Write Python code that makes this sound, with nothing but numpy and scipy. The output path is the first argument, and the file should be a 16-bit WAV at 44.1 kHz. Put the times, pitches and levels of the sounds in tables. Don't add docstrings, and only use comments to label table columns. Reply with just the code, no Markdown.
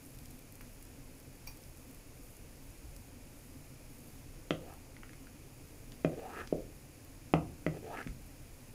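import sys
import numpy as np
from scipy import signal
from scipy.fft import rfft, irfft, next_fast_len
from scipy.io import wavfile
from scipy.ndimage import map_coordinates

SR = 44100
rng = np.random.default_rng(int(sys.argv[2]) if len(sys.argv) > 2 else 0)


def waveform_to_disk(signal):
    frames = np.transpose(np.atleast_2d(signal))
    scaled = np.clip(frames, -1, 1) * 32767
    samples = np.round(scaled).astype(np.int16)
    wavfile.write(sys.argv[1], SR, samples)


N = 385424
TOP_HZ = 15600


def amp(db):
    return 10 ** (np.asarray(db) / 20)


def unit_rms(x):
    return x / np.sqrt(np.mean(x ** 2) + 1e-20)


def curve_at(points, hz):
    freqs, values = np.transpose(points)
    return np.interp(np.log(hz + 1), np.log(freqs), values)


def wobble(rate, size=N):
    return map_coordinates(rng.standard_normal(int(size * rate / SR) + 4), [np.arange(size) * rate / SR])


def fade(t, t60):
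    return np.exp(-np.log(1000) * t / t60)


def add(track, start, sound):
    span = track[max(round(start * SR), 0):][:len(sound)]
    span += sound[:len(span)]


def coloured(x, spectrum):
    size = next_fast_len(N + SR // 2)
    gain = amp(curve_at(spectrum, np.fft.rfftfreq(size, 1 / SR)))
    return unit_rms(irfft(rfft(x, size) * gain, size)[:N])


def pulse(spectrum, size=4096):
    cepstrum = irfft(np.log(amp(curve_at(spectrum, np.fft.rfftfreq(size, 1 / SR)))))
    cepstrum[1:size // 2] *= 2
    cepstrum[size // 2 + 1:] = 0
    return irfft(np.exp(rfft(cepstrum)))[:size // 2]


def spikes(rate, spread_db):
    impulses = (rng.random(N) < rate / SR) * rng.choice([-1, 1], N)
    return impulses * amp(spread_db * np.clip(rng.standard_normal(N), -2, 2))


# frequency in Hz, t60 in seconds.
KITCHEN_DECAY = [(100, 1), (260, 0.35), (700, 0.32), (1800, 0.2), (5000, 0.23)]

def in_kitchen(x, wet_db):
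    hz, t, noise = signal.stft(rng.standard_normal(SR * 3 // 4), SR, nperseg=256)
    tail = signal.istft(noise * fade(t, curve_at(KITCHEN_DECAY, hz)[:, None]), SR, nperseg=256)[1]
    tail *= 1 - np.exp(-(np.arange(len(tail)) / SR / 0.00097) ** 2)
    tail *= amp(wet_db) / np.linalg.norm(tail)
    tail[0] += 1
    return signal.fftconvolve(x, tail)


# frequency in Hz, gain in dB.
HISS_EQ = [(500, 14.5), (1000, -5.5), (1700, 0), (2450, 9), (3300, -2.5), (4000, -3.5), (4800, 3),
           (6100, -1.5), (6750, 5), (7800, -3), (9600, -0.5), (10900, 4.5), (12200, -12), (15500, -16)]
# pitch in Hz, level in dB.
WHINE_TONES = [(5349, -81), (5987, -79), (6036, -86), (6625, -79.5), (6723, -86), (13818, -95)]

def hiss_and_whine():
    t = np.arange(N) / SR
    whine = sum(amp(db + 1.5 * wobble(3)) * np.sin(2 * np.pi * hz * t + 0.8 * wobble(12))
                for hz, db in WHINE_TONES)
    return amp(-61.5) * coloured(rng.standard_normal(N), HISS_EQ + [(TOP_HZ, -2), (17000, -40)]) + whine


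# frequency in Hz, gain in dB.
BROTH_EQ = [(110, -10), (200, -8.5), (268, 1.5), (320, -4.5), (370, -13.5), (490, -9), (700, -12),
            (1000, -15), (1800, -20), (4000, -41)]
RUMBLE_EQ = [(12, -8), (25, 2.5), (42, -1.5), (60, -13.5), (80, -2), (105, -8.5), (130, -2.5), (175, -15),
             (300, -37)]

def simmer(churn_db=6, spread_db=14):
    bubbles, t = np.zeros(N), np.arange(SR // 12) / SR
    for when, smallness, strength in rng.random((1400, 3)):
        hz = 200 * 4.614 ** smallness
        envelope = np.exp(-t * hz / 5) * (1 - np.exp(-t * hz))
        chirp = np.sin(2 * np.pi * hz * t * (1 + 1.4 * t))
        add(bubbles, when * N / SR, amp(spread_db * strength) * envelope * chirp)
    churn = coloured(rng.standard_normal(N), [(2000, 2), (5000, -27)])
    broth = coloured(unit_rms(bubbles) + amp(churn_db) * churn, BROTH_EQ)
    rumble = coloured(rng.standard_normal(N), RUMBLE_EQ) * amp(0.66 * wobble(9))
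    return amp(-59.5) * broth + amp(-54) * rumble


# start in seconds, level at the crest in dB.
SOUP_HEAVES = [(2.82, -47), (6.54, -47), (8.07, -45.5)]

def heaves(rise_s=0.043):
    out, t = np.zeros(N), np.arange(SR // 2) / SR
    swell = t / rise_s * np.exp(1 - t / rise_s)
    bass_eq = [(15, -9.5), (40, 1.5), (80, -7.5), (150, -21.5), (300, -47.5)]
    for start, db in SOUP_HEAVES:
        add(out, start, amp(db) * swell * coloured(rng.standard_normal(N), bass_eq)[:len(t)])
    return out


# start in seconds, flare depth (a unit adds about 0.8 dB at the crest).
VEGETABLE_DUNKS = [(0, 6.5), (1.6, 7), (3.32, 2)]

def crackle(rise_s=0.026, settle_s=0.49):
    fizz_eq = [(1000, -12), (4000, -12), (11000, 5), (15000, 1), (17000, -22)]
    fizz = coloured(spikes(rate=900, spread_db=2), fizz_eq)
    level_db = -70 + 2 * wobble(7)
    for start, depth in VEGETABLE_DUNKS:
        age = np.maximum(np.arange(N) / SR - start, 0)
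        level_db += depth * (1 - np.exp(-age / rise_s)) * np.exp(-age / settle_s)
    return amp(level_db) * fizz


# start in seconds, peak in dB, pitch in Hz.
SURFACE_POPS = [(.0613, -43, 11100), (.1882, -45, 3800), (.2573, -42, 5500), (0.3105, -42, 10500),
                (0.613, -41, 13000), (.826, -42, 13500), (1.637, -44, 4500), (1.7727, -43, 10700),
                (2.368, -43, 10000), (2.964, -40.5, 6500), (4.7376, -45, 14500), (7.0479, -42, 11900)]

def pops(thin_out_s=1.2, spread_db=4.5):
    out, t = np.zeros(N), np.arange(SR // 50) / SR
    spits = [(-thin_out_s * np.log(1 - wait), -45 + spread_db * (2 * strength - 1), 12000)
             for wait, strength in rng.random((16, 2))]
    for start, db, hz in SURFACE_POPS + spits:
        film = pulse([(hz / 4, -16), (hz, 0), (hz * 2, -8)])
        pop = signal.fftconvolve(rng.standard_normal(len(t)) * fade(t, 0.012), film)
        add(out, start, amp(db) * pop / abs(pop).max())
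    return out


# pitch in Hz, gain in dB, t60 of the tail in seconds.
CLINK_MODES = [(1010, -10, 0.12), (2440, -11, 0.069), (2440, -6.5, 0.029), (4680, -4, 0.061),
               (4750, -6, 0.12), (5610, -6.5, 0.13), (6400, -13.5, .1), (9940, -14, .08), (14500, -5, .16),
               (15340, -9, .14)]

def clink(start=1.4725, gain_db=-37):
    out, t = np.zeros(N), np.arange(SR // 4) / SR
    ring = np.zeros(len(t))
    for hz, db, t60 in CLINK_MODES:
        rattle = 1.02 * wobble(400, size=len(t))
        ring += amp(db) * np.sin(2 * np.pi * hz * t + rattle) * (fade(t, 0.018) + 0.26 * fade(t, t60))
    chatter = 0.21 * rng.standard_normal(len(t)) * fade(t, 0.062)
    attack = 1 - np.exp(-t / 0.0011)
    add(out, start, in_kitchen(amp(gain_db) * attack * (ring + chatter), wet_db=-2))
    return out


# start in seconds, peak before the room in dB, relative treble in dB.
WALL_TAPS = [(.609, -43.5, -15), (4.966, -44.5, -16), (5.033, -39, -20), (5.093, -45, -19),
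             (5.133, -42.5, -15), (5.27, -46, -19), (5.9204, -41, -8), (6.403, -38.5, -19),
             (6.474, -37.5, -3), (7.973, -36, -22), (8.028, -40, -20), (8.073, -36, -15)]
# frequency in Hz, gain in dB.
WOOD_EQ = [(300, -21), (900, -9.5), (1350, -3.5), (2100, 1.5), (2700, -4), (3600, -7), (5500, -1),
           (9000, -16), (15000, -32)]

def taps():
    out, t = np.zeros(N), np.arange(SR // 50) / SR
    wood = pulse(WOOD_EQ)
    for start, db, treble_db in WALL_TAPS:
        burst = rng.standard_normal(len(t)) * fade(t, 0.01)
        contact = signal.fftconvolve(burst, pulse([(2700, 0), (4500, treble_db + 2.5)]))
        tap = signal.fftconvolve(contact, wood)
        add(out, start, in_kitchen(amp(db) * tap / abs(tap).max(), wet_db=-5))
    return out


# start and length in seconds, level in dB, final resonance in Hz.
SPOON_STROKES = [(4.6, 0.13, -52.5, 910), (6.109, 0.31, -43.5, 1480), (7.722, 0.047, -45.5, 510),
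                 (7.82, .19, -43, 1500)]
# frequency in Hz, gain in dB.
DRAG_EQ = [(100, -25), (260, 8.5), (460, 10), (600, 0.5), (760, 5), (1060, -11), (1270, -1), (1430, -9),
           (1680, -1.5), (2100, -10.5), (2600, -4), (3300, -14), (4400, -17), (12000, -22)]

def scrapes(start_hz=480, resonance_db=14, width_octaves=0.64, swell_db=7.5, judder_db=1.7):
    out, t = np.zeros(N), np.arange(SR // 2) / SR
    for start, length, db, end_hz in SPOON_STROKES:
        slips = coloured(spikes(rate=2200, spread_db=1.5), DRAG_EQ)[:len(t)]
        hz, when, spectra = signal.stft(slips, SR, nperseg=512)
        climb = np.minimum(when / length / 0.79, 1) ** 1.83
        centre_hz = start_hz * (end_hz / start_hz) ** climb
        distance = np.log2((hz[:, None] + 1) / centre_hz) / width_octaves
        resonance = amp(resonance_db * np.exp(-distance ** 2))
        rasp = unit_rms(signal.istft(spectra * resonance, SR, nperseg=512)[1][:len(t)])
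        pressure = np.minimum(t / 0.021, 1) * amp(swell_db * np.minimum(t / length - 1, 0))
        lift = fade(np.maximum(t - length, 0), t60=0.14)
        add(out, start, pressure * lift * amp(db + judder_db * wobble(66, size=len(t))) * rasp)
    return out


# pitch in Hz, gain in dB, t60 in seconds.
SPOON_KNOCKS = [(4.5072, -17, -3, .5, 3240, -8.5, 0.0069), (6.0474, -14, -2, -7, 2430, -12, 0.017),
                (6.526, -15.5, -8, -25, 428, -7.5, 0.039), (7.338, -11, 2, -2.5, 694, -2.5, 0.032),
                (7.665, -18.5, 3.5, -3, 1980, -13.5, 0.041), (8.065, -42.5, 7.5, -32, 250, 7, 0.1)]
# pitch in Hz, gain in dB, t60 in seconds.
POT_MODES = [(75.6, -23, 0.75), (157.9, -9.5, 0.19), (319, -1.5, 0.021), (328.6, -16, 0.092),
             (515, -2, 0.016), (511, -26, 0.34), (606, -15, 0.12), (678, -5.5, 0.014), (751, -24.5, 0.14),
             (1284, -7, 0.01), (2037, -11.5, 0.013), (2610, -10, 0.0084), (3140, -16, 0.0071),
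             (6440, -24.5, 0.0026)]

def knocks(long_t60=0.05):
    out, t = np.zeros(N), np.arange(SR // 2) / SR
    mode = lambda hz, db, t60: amp(db) * np.sin(2 * np.pi * hz * t) * fade(t, t60)
    for start, db, boom_db, hard_db, *clack in SPOON_KNOCKS:
        modes = [(t60, (-1) ** k * mode(hz, mode_db + rng.normal(0, 1), t60))
                 for k, (hz, mode_db, t60) in enumerate(POT_MODES)]
        thud = sum(wave for t60, wave in modes if t60 < long_t60) + mode(*clack)
        ring = sum(wave for t60, wave in modes if t60 >= long_t60)
        crack = amp(-25.5) * rng.standard_normal(len(t)) * fade(t, 0.022)
        contact = pulse([(40, boom_db - 18.5), (110, boom_db + 0.5), (165, boom_db), (235, -5), (320, 1),
                         (680, -3), (1200, hard_db), (7000, hard_db), (14000, hard_db - 18)])
        blow = in_kitchen(thud + crack, wet_db=-6)[:len(t)] + ring * (1 - np.exp(-t / 0.0052))
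        add(out, start, amp(db) * signal.fftconvolve(blow, contact))
    return out


def scene():
    spoon = knocks() + scrapes() + taps()
    return (spoon + pops() + crackle() + clink() + simmer() + heaves() + hiss_and_whine())[None]


def record(dry):
    size = next_fast_len(N + SR // 2)
    passband = np.fft.rfftfreq(size, 1 / SR) < TOP_HZ
    return irfft(rfft(dry, size) * passband, size)[:, :N]


dry = scene()
out = record(dry)
waveform_to_disk(out)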